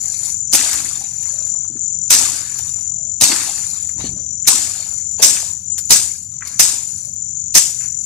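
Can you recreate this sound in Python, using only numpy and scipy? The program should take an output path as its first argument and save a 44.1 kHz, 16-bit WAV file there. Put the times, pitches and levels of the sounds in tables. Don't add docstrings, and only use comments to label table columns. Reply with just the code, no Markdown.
import sys
import numpy as np
from scipy import signal
from scipy.fft import rfft, irfft, next_fast_len
from scipy.io import wavfile
from scipy.ndimage import uniform_filter1d

SR = 44100
rng = np.random.default_rng(int(sys.argv[2]) if len(sys.argv) > 2 else 0)


def transcribe(u):
    v = np.clip(np.atleast_2d(u).T, -1, 1)
    q = np.round(v * 32767).astype(np.int16)
    wavfile.write(sys.argv[1], SR, q)


N = 355005
T = np.arange(N) / SR
HZ = np.fft.rfftfreq(next_fast_len(N), 1 / SR)

# (f/Hz, level per Hz/dB)
STEM_SPECTRUM = [(150, -27), (600, -11.5), (1500, -7.5), (3000, -4), (5000, 3), (7000, -0.5), (10000, 1.5),
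                 (14000, 4), (16000, -20)]
# (f/Hz, level per Hz/dB)
SOIL_SPECTRUM = [(100, -20.5), (280, 7.5), (480, -9), (720, 3.5), (1200, 1), (1900, 1), (2600, -1),
                 (3300, -0.5), (4500, 6), (7000, -26), (14000, -42)]


def gain_of(db):
    return 10 ** (np.asarray(db) / 20)


def evened(x):
    return x / np.sqrt(np.mean(x ** 2) + 1e-20)


def spectrum_gain(points):
    hz, db = np.transpose(points)
    return gain_of(np.interp(np.log(HZ + 1), np.log(hz), db))


def filtered(x, response):
    size = next_fast_len(N)
    return irfft(rfft(x, size) * response, size)[..., :N]


def drift(hz):
    return evened(filtered(rng.standard_normal(N), np.exp(-(HZ / hz) ** 2)))


def add(mix, start_s, sound):
    part = mix[:, round(start_s * SR):][:, :sound.shape[1]]
    part += sound[:, :part.shape[1]]


def stereo_noise(spectrum, spread):
    noise = rng.standard_normal((3, N))
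    both = noise[0] + spread * noise[1:]
    return evened(filtered(both, spectrum_gain(spectrum)))


def crackle(spectrum, per_s, size_db, ring_s, spread, count=10):
    t, out = T[:512], np.zeros((2, N))
    for delay in np.arange(count) - 2 * count // 3:
        happens = rng.random(N) < per_s / count / SR
        size = gain_of(size_db * np.minimum(rng.exponential(1, N), 4))
        clicks = happens * rng.choice([-1, 1], N) * size
        noise = rng.standard_normal((3, len(t))) * np.exp(-t / ring_s)
        grain = evened(noise[0] + spread * noise[1:])
        grain = np.pad(grain, ((0, 0), (count, count)))
        grain[1] = np.roll(grain[1], delay)
        out += signal.oaconvolve(clicks[None], grain, axes=1)[:, :N]
    return evened(filtered(out, spectrum_gain(spectrum)))


def patchy(x, db, span_hz, span_s):
    cells_of_sound = signal.stft(x, nperseg=512)[2]
    field = rng.standard_normal(cells_of_sound.shape[1:])
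    for axis, cells in enumerate([span_hz * 512 / SR, span_s * SR / 256]):
        field = signal.lfilter([1], [1, -np.exp(-1 / cells)], field, axis=axis)
    changed = cells_of_sound * gain_of(db * evened(field))
    return evened(signal.istft(changed, nperseg=512)[1][:, :N])


def burst(start_s, rise_s, hold_s, t60_s):
    swell = np.clip((T - start_s) / rise_s + .5, 0, 1) ** 2
    fade = np.clip((T - start_s - hold_s) / t60_s, 0, 3)
    return swell * gain_of(-60 * fade)


def distant_rumble():
    # (f/Hz, level per Hz/dB)
    rumble_spectrum = [(20, -24.5), (40, -20.5), (65, -1), (85, 3.5), (130, 1), (200, -6), (280, -16.5),
                       (400, -42), (700, -34.5), (1000, -49.5), (2600, -55), (3200, -41.5), (3800, -61),
                       (9000, -82.5), (15000, -60)]
    return gain_of(-44.0 + 1.0 * drift(6.7)) * stereo_noise(rumble_spectrum, spread=0.4)


def distant_chorus():
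    # (f/Hz, level per Hz/dB)
    chorus_spectrum = [(4800, -32.5), (5500, -30.5), (6000, -4.5), (6200, 3), (6650, -24.5), (7200, 5.5),
                       (7500, -16), (8200, -20.5), (9000, -38.5)]
    return gain_of(-43.5) * stereo_noise(chorus_spectrum, spread=8.4)


def buzz(wing, per_s, scrape_share, ring_on_share, evenness):
    turns = np.cumsum(per_s * (1 + .02 * drift(4))) / SR
    closing = ring_on_share + np.exp(-((turns % 1 - .5) / scrape_share) ** 2)
    song = 0
    for hz, width_hz, db in wing:
        detune = 2 * (HZ - hz) / width_hz
        ring = np.exp(-(detune / 4) ** 2) / (1 + 1j * detune) ** 2
        song = song + gain_of(db) * filtered(closing * rng.standard_normal(N), ring)
    strength = uniform_filter1d(evened(song) ** 2, size=973)
    strength = uniform_filter1d(strength, size=500)
    return evened(song / (abs(strength) + 1e-4) ** (evenness / 2))


def bush_crickets():
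    # (f/Hz, width/Hz, level/dB)
    high_wing = [(7103, 110, 0), (6935, 85, -7.5), (6765, 90, -18), (8110, 190, -23)]
    # (f/Hz, width/Hz, level/dB)
    low_wing = [(6218, 95, 0), (5980, 165, -5.5), (5770, 110, -18)]
    # (t/s, high buzz level/dB, low buzz level/dB)
    song_levels = [(0, -18.5, -26.5), (1.45, -17.5, -26.5), (3.2, -20, -28), (5.2, -19.5, -28.5),
                   (7.0, -21, -31), (8.05, -19.5, -26.5)]
    # (t/s, length/s, high buzz change/dB, low buzz change/dB)
    lulls = [(0.79, 0.41, -2.5, -2), (1.68, 0.1, -5.5, -11), (2.366, .15, -3.5, -5), (3.704, .17, 0.5, -3),
             (3.945, 0.44, -2, 1), (4.695, .2, -1, -5), (5.44, 0.46, -1, -3), (5.604, 0.048, -11, -2),
             (6.15, 0.16, -7, -10), (6.294, 0.28, -4, -2.5), (6.94, 0.22, -3.5, -1)]
    lull_edge_s, waver_db, waver_hz = 0.077, 1.0, 12
    times, *levels = np.transpose(song_levels)
    high_db, low_db = (np.interp(T, times, db) + waver_db * drift(waver_hz) for db in levels)
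    for s, length_s, high_change_db, low_change_db in lulls:
        to_nearest_end_s = np.minimum(T - s, s + length_s - T)
        lull = np.clip(to_nearest_end_s / lull_edge_s + .5, 0, 1)
        high_db = high_db + high_change_db * lull
        low_db = low_db + low_change_db * lull
    high = gain_of(high_db) * buzz(high_wing, per_s=45.3, scrape_share=.2, ring_on_share=.45, evenness=.6)
    low = gain_of(low_db) * buzz(low_wing, per_s=45, scrape_share=.12, ring_on_share=.42, evenness=.85)
    right = gain_of(-34.5) * high + gain_of(-31.5) * low
    return np.array([high + low, right])


def far_chirpers(per_s, length_s, low_hz, high_hz, count=14):
    out, t = np.zeros((2, N)), T[:3000]
    for hz in np.linspace(low_hz, high_hz, count):
        happens = rng.random(N) < per_s / count / SR
        calls = happens * gain_of(1.3 * rng.standard_normal(N))
        swell = (t / length_s) ** 2 * np.exp(-t / length_s)
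        chirp = swell * np.sin(2 * np.pi * hz * t)
        place = gain_of(1 * rng.standard_normal((2, 1)))
        out += place * signal.oaconvolve(calls, chirp)[:N]
    return evened(out)


def litter():
    # (t/s, length/s, leaf level/dB, soil crumb level/dB)
    drags = [(0.0, 0.31, -34.5, -43), (0.224, 0.046, -34.5, -38.5), (1.1, 0.089, -43, -49),
             (1.198, 0.29, -41.5, -47), (1.61, 0.15, -57.5, -57), (2.528, 0.16, -39.5, -62),
             (3.979, 0.078, -39.5, -33.5), (4.145, 0.059, -71, -51.5), (4.855, 0.16, -49, -60),
             (5.09, .05, -49.5, -59.5), (5.184, 0.021, -34.5, -29), (5.82, 0.056, -41.5, -58.5),
             (6.3, 0.089, -58, -56.5), (6.442, 0.095, -40, -39.5), (6.868, 0.19, -40, -57.5),
             (7.8, 0.071, -45, -51), (7.98, 0.085, -44, -68)]
    # (t/s, time in the air/s, leaf level/dB, soil crumb level/dB)
    showers = [(.61, 0.42, -25.5, -27.5), (2.188, 0.61, -28, -28.5), (3.30, .55, -25, -29),
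               (4.56, 0.38, -30, -32), (5.31, 0.15, -32, -34), (5.99, .14, -32, -48),
               (6.679, 0.12, -34, -38.5), (7.64, 0.2, -34.5, -45)]
    # (f/Hz, level per Hz/dB)
    loose_leaf_spectrum = [(200, -11.5), (450, -22), (700, -13.5), (1300, -27.5), (2300, -14),
                           (3100, -24.5), (4300, 7), (5200, 0), (7500, -1), (10000, 4), (14000, -4.5),
                           (15000, -46)]
    # (f/Hz, level per Hz/dB)
    stalk_spectrum = [(400, -18), (900, -5), (1400, -1), (2400, 1), (3100, -7), (4500, -6), (7000, -22)]
    drag_rise_s, drag_leaf_t60_s, drag_soil_t60_s = .045, .4, .26
    shower_rise_s, thinning_db_per_s = .08, 28.5
    leaf_settle_t60_s, soil_settle_t60_s = .68, .36

    leaf_power = soil_power = 0
    for s, length_s, leaf_db, soil_db in drags:
        leaf = gain_of(leaf_db) * burst(s, drag_rise_s, length_s, drag_leaf_t60_s)
        soil = gain_of(soil_db) * burst(s, drag_rise_s, length_s, drag_soil_t60_s)
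        leaf_power = leaf_power + leaf ** 2
        soil_power = soil_power + soil ** 2
    for s, air_s, leaf_db, soil_db in showers:
        thinning_db = -thinning_db_per_s * np.clip(T - s, 0, air_s)
        leaf = gain_of(leaf_db + thinning_db) * burst(s, shower_rise_s, air_s, leaf_settle_t60_s)
        soil = gain_of(soil_db + thinning_db) * burst(s, shower_rise_s, air_s, soil_settle_t60_s)
        leaf_power = leaf_power + leaf ** 2
        soil_power = soil_power + soil ** 2

    leaves = crackle(loose_leaf_spectrum, per_s=4500, size_db=3, ring_s=.0006, spread=.7)
    stalks = crackle(stalk_spectrum, per_s=900, size_db=3, ring_s=.0025, spread=1.2)
    crumbs = crackle(SOIL_SPECTRUM, per_s=1300, size_db=3, ring_s=.0022, spread=1)
    leaves = patchy(leaves, db=2.5, span_hz=150, span_s=.025)
    stalks = patchy(stalks, db=7, span_hz=150, span_s=.04)
    crumbs = patchy(crumbs, db=5.5, span_hz=170, span_s=.03)
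    leaf_level = np.sqrt(leaf_power) * gain_of(1.3 * drift(25))
    soil_level = np.sqrt(soil_power) * gain_of(1.6 * drift(25))
    stalk_level = gain_of(-9) * np.sqrt(leaf_level * soil_level)
    return leaf_level * leaves + stalk_level * stalks + soil_level * crumbs


def blade_strokes():
    # (t/s, bite level/dB, bite length/s, swish level/dB, swish t60/s, thud level/dB, earth spray level/dB)
    stroke_table = [(0.526, -3.5, 0.03, -11, 1, -20.5, -20.5), (2.1, -4.5, 0.044, -6.5, 0.73, -24.5, -19.5),
                    (3.208, -2.5, 0.033, -9, 0.86, -18, -17.5), (4.471, -2, 0.015, -9.5, 0.77, -20.5, -24),
                    (5.222, 3.5, 0.021, -5.5, 0.53, -17.5, -25.5), (5.9, 3, 0.023, -3, 0.39, -12.5, -23),
                    (6.595, 8.5, 0.0063, -6.5, 0.51, -18.5, -27), (7.547, 5.5, 0.027, -5, 0.39, -17.5, -41)]
    # (f/Hz, level per Hz/dB)
    leaf_spectrum = [(200, -14), (700, -19), (2000, -11.5), (3300, -2), (5000, -2), (7500, 0.5),
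                     (10000, -4), (14000, -6), (15000, -49)]
    # (f/Hz, level per Hz/dB)
    thud_spectrum = [(25, -7), (70, 0.5), (230, 3.5), (450, -3), (900, -2), (1800, -13.5), (4000, -23.5)]
    bite = swish = thud = spray = 0
    for s, bite_db, length_s, swish_db, swish_t60_s, thud_db, spray_db in stroke_table:
        brush = gain_of(-20) * burst(s - .007, .008, .01, .03)
        shear = burst(s + .002, .009, length_s, .07)
        accent = .6 * burst(s + .005, .007, .004, .05)
        bite = bite + gain_of(bite_db) * (brush + shear + accent)
        swish = swish + gain_of(swish_db) * burst(s + .012, .02, .02, swish_t60_s)
        thud = thud + gain_of(thud_db) * burst(s + 0.004, 0.019, length_s / 2, 0.074)
        spray = spray + gain_of(spray_db) * burst(s + .016, .04, .035, swish_t60_s)
    stems = crackle(STEM_SPECTRUM, per_s=3000, size_db=4.5, ring_s=.0006, spread=.6)
    leaves = crackle(leaf_spectrum, per_s=9000, size_db=2.5, ring_s=.0007, spread=.7)
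    earth = crackle(SOIL_SPECTRUM, per_s=1500, size_db=3.3, ring_s=.0015, spread=.8)
    stems = patchy(stems, db=3, span_hz=200, span_s=.012)
    leaves = patchy(leaves, db=1.5, span_hz=150, span_s=.025)
    earth = patchy(earth, db=4, span_hz=170, span_s=.02)
    stems = bite * gain_of(1.75 * drift(98) + [[-6], [-1]]) * stems
    leaves = swish * gain_of(1 * drift(50) + [[-5.5], [-5]]) * leaves
    return stems + leaves + spray * earth + thud * stereo_noise(thud_spectrum, spread=.45)


def stem_snaps():
    # (t/s, level/dB, t60/s)
    snap_table = [(0.7292, -15, 0.07), (1.2274, -35, 0.1), (2.5854, -24, 0.1), (4.0433, -41, 0.043),
                  (5.1144, -38, 0.077), (5.779, -19, 0.11), (6.471, -25.5, 0.083), (7.1396, -43, 0.061),
                  (7.2944, -48.5, 0.092), (7.6984, -27, 0.062)]
    level = sum(gain_of(db) * burst(s + 0.00033, 0.0024, 0.00098, t60_s) for s, db, t60_s in snap_table)
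    return level * crackle(STEM_SPECTRUM, per_s=4400, size_db=-2.5, ring_s=0.0019, spread=1.0)


def ground_knocks():
    # (t/s, peak level/dB, f/Hz, t60/s)
    knock_table = [(0.733, -18.5, 1620, 0.044), (0.905, -32, 1140, 0.14), (1.045, -34.5, 2700, 0.13),
                   (1.14, -45, 1900, 0.06), (1.254, -32.5, 1830, 0.085), (1.544, -34.5, 920, 0.05),
                   (1.646, -36.5, 1070, 0.08), (1.698, -29.5, 272, 0.07), (1.734, -35, 243, 0.065),
                   (1.753, -24.5, 282, 0.065), (1.764, -42, 1350, 0.05), (2.783, -38, 1040, 0.036),
                   (2.914, -42.5, 990, 0.05), (3.316, -8.5, 2620, 0.052), (3.891, -32.5, 1780, 0.055),
                   (3.995, -28, 725, 0.08), (4.04, -14, 300, 0.05), (4.125, -33, 280, 0.054),
                   (4.454, -27.5, 2460, 0.02), (5.195, -15, 614, 0.01), (5.368, -17, 2230, 0.072),
                   (5.426, -27.5, 750, 0.046), (6.407, -31, 1720, 0.087), (6.422, -16, 1600, 0.026),
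                   (7.22, -49, 1600, 0.052), (7.805, -31, 2080, 0.41)]
    out, t = np.zeros((2, N)), T[:8000]
    for s, db, hz, t60_s in knock_table:
        noise = rng.standard_normal((3, len(t)))
        puff = gain_of(-60 * t / t60_s)
        echo_tail = gain_of(-19.5 - 60 * t / 0.7)
        push = (noise[0] + 0.52 * noise[1:]) * (puff + echo_tail)
        resonance = signal.butter(3, [hz / 1.5, hz * 1.35], "band", fs=SR)
        knock = signal.lfilter(*resonance, push)
        add(out, s, gain_of(db) * knock / abs(knock).max())
    return out


def far_hoots():
    # (t/s, length/s, level/dB, starting f/Hz)
    hoot_table = [(1.307, 0.09, -51.5, 640), (2.943, 0.13, -57.5, 678), (4.15, 0.051, -52, 600),
                  (7.003, 0.047, -56, 631)]
    width_hz, sag_hz_per_s, rise_s, t60_s = 69, 310, 0.039, 0.53
    out = 0
    for s, length_s, db, hz in hoot_table:
        pitch_hz = hz - sag_hz_per_s * np.clip(T - s, 0, length_s)
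        turns = np.cumsum(pitch_hz) / SR
        level = gain_of(db) * burst(s, rise_s, length_s, t60_s)
        out = out + level * np.exp(2j * np.pi * turns)
    return (out * (drift(width_hz) + 1j * drift(width_hz))).real


def near_chirps():
    # (t/s, peak level on the left/dB, f/Hz)
    chirp_table = [(1.347, -33, 7600), (1.437, -19, 6740), (1.826, -22, 6600), (3.538, -13, 7100),
                   (4.836, -31, 6900), (5.712, -11, 7200), (7.353, -22, 6460), (7.376, -24, 6760),
                   (7.395, -27, 6590), (7.455, -19.5, 6780)]
    out, t = np.zeros((2, N)), T[:3000]
    swell = (t / .004) ** 2 * np.exp(-t / 0.0066)
    for s, db, hz in chirp_table:
        level = gain_of(db + np.array([[0], [-20]]))
        add(out, s, level * swell / swell.max() * np.sin(2 * np.pi * hz * t))
    return out


def heavy_step():
    # (f/Hz, level per Hz/dB)
    boot_spectrum = [(30, -19), (70, 8), (150, 2), (330, -8.5), (600, -37.5), (2000, -53)]
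    level = gain_of(-34.5) * burst(3.95, 0.095, 0.18, 0.81)
    return level * stereo_noise(boot_spectrum, spread=0.28)


def through_ports(sound):
    # (f/Hz, gain/dB)
    left_port = [(1000, -3.5), (2000, -2.5), (2800, -4.5), (4300, -1.5), (5000, 3), (6000, 6.5), (7200, 11),
                 (8200, 11.5), (10000, 4), (14000, -4)]
    # (f/Hz, gain/dB)
    right_port = [(1000, -4.5), (1900, -3.5), (2600, -0.5), (3200, -7.5), (4800, -3.5), (5400, 1.5),
                  (6300, 6.5), (7100, 0), (8200, -7), (10000, -8), (14000, -17)]
    return filtered(sound, np.array([spectrum_gain(left_port), spectrum_gain(right_port)]))


def scene():
    chirpers = far_chirpers(per_s=45, length_s=.004, low_hz=6150, high_hz=6900) * gain_of([[-40], [-44]])
    insects = bush_crickets() + near_chirps() + chirpers + distant_chorus()
    work = through_ports(litter() + blade_strokes() + stem_snaps() + ground_knocks())
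    return distant_rumble() + insects + work + far_hoots() + heavy_step()


def record(dry):
    power = uniform_filter1d(dry ** 2, size=130, axis=1)
    power_db = 10 * np.log10(abs(power).max(0) + 1e-12)
    recovery_db = 400 * T
    held_db = np.maximum.accumulate(power_db + recovery_db) - recovery_db
    over_db = np.maximum(held_db - 3.0, 0)
    limited = dry / gain_of(uniform_filter1d(over_db, size=60))
    clipped = np.clip(limited, -1, 1)
    edge_hz = 15600
    low_pass = signal.firwin(255, edge_hz, window=("kaiser", 8), fs=SR)
    return signal.oaconvolve(clipped, low_pass[None], "same")


dry = scene()
out = record(dry)
transcribe(out)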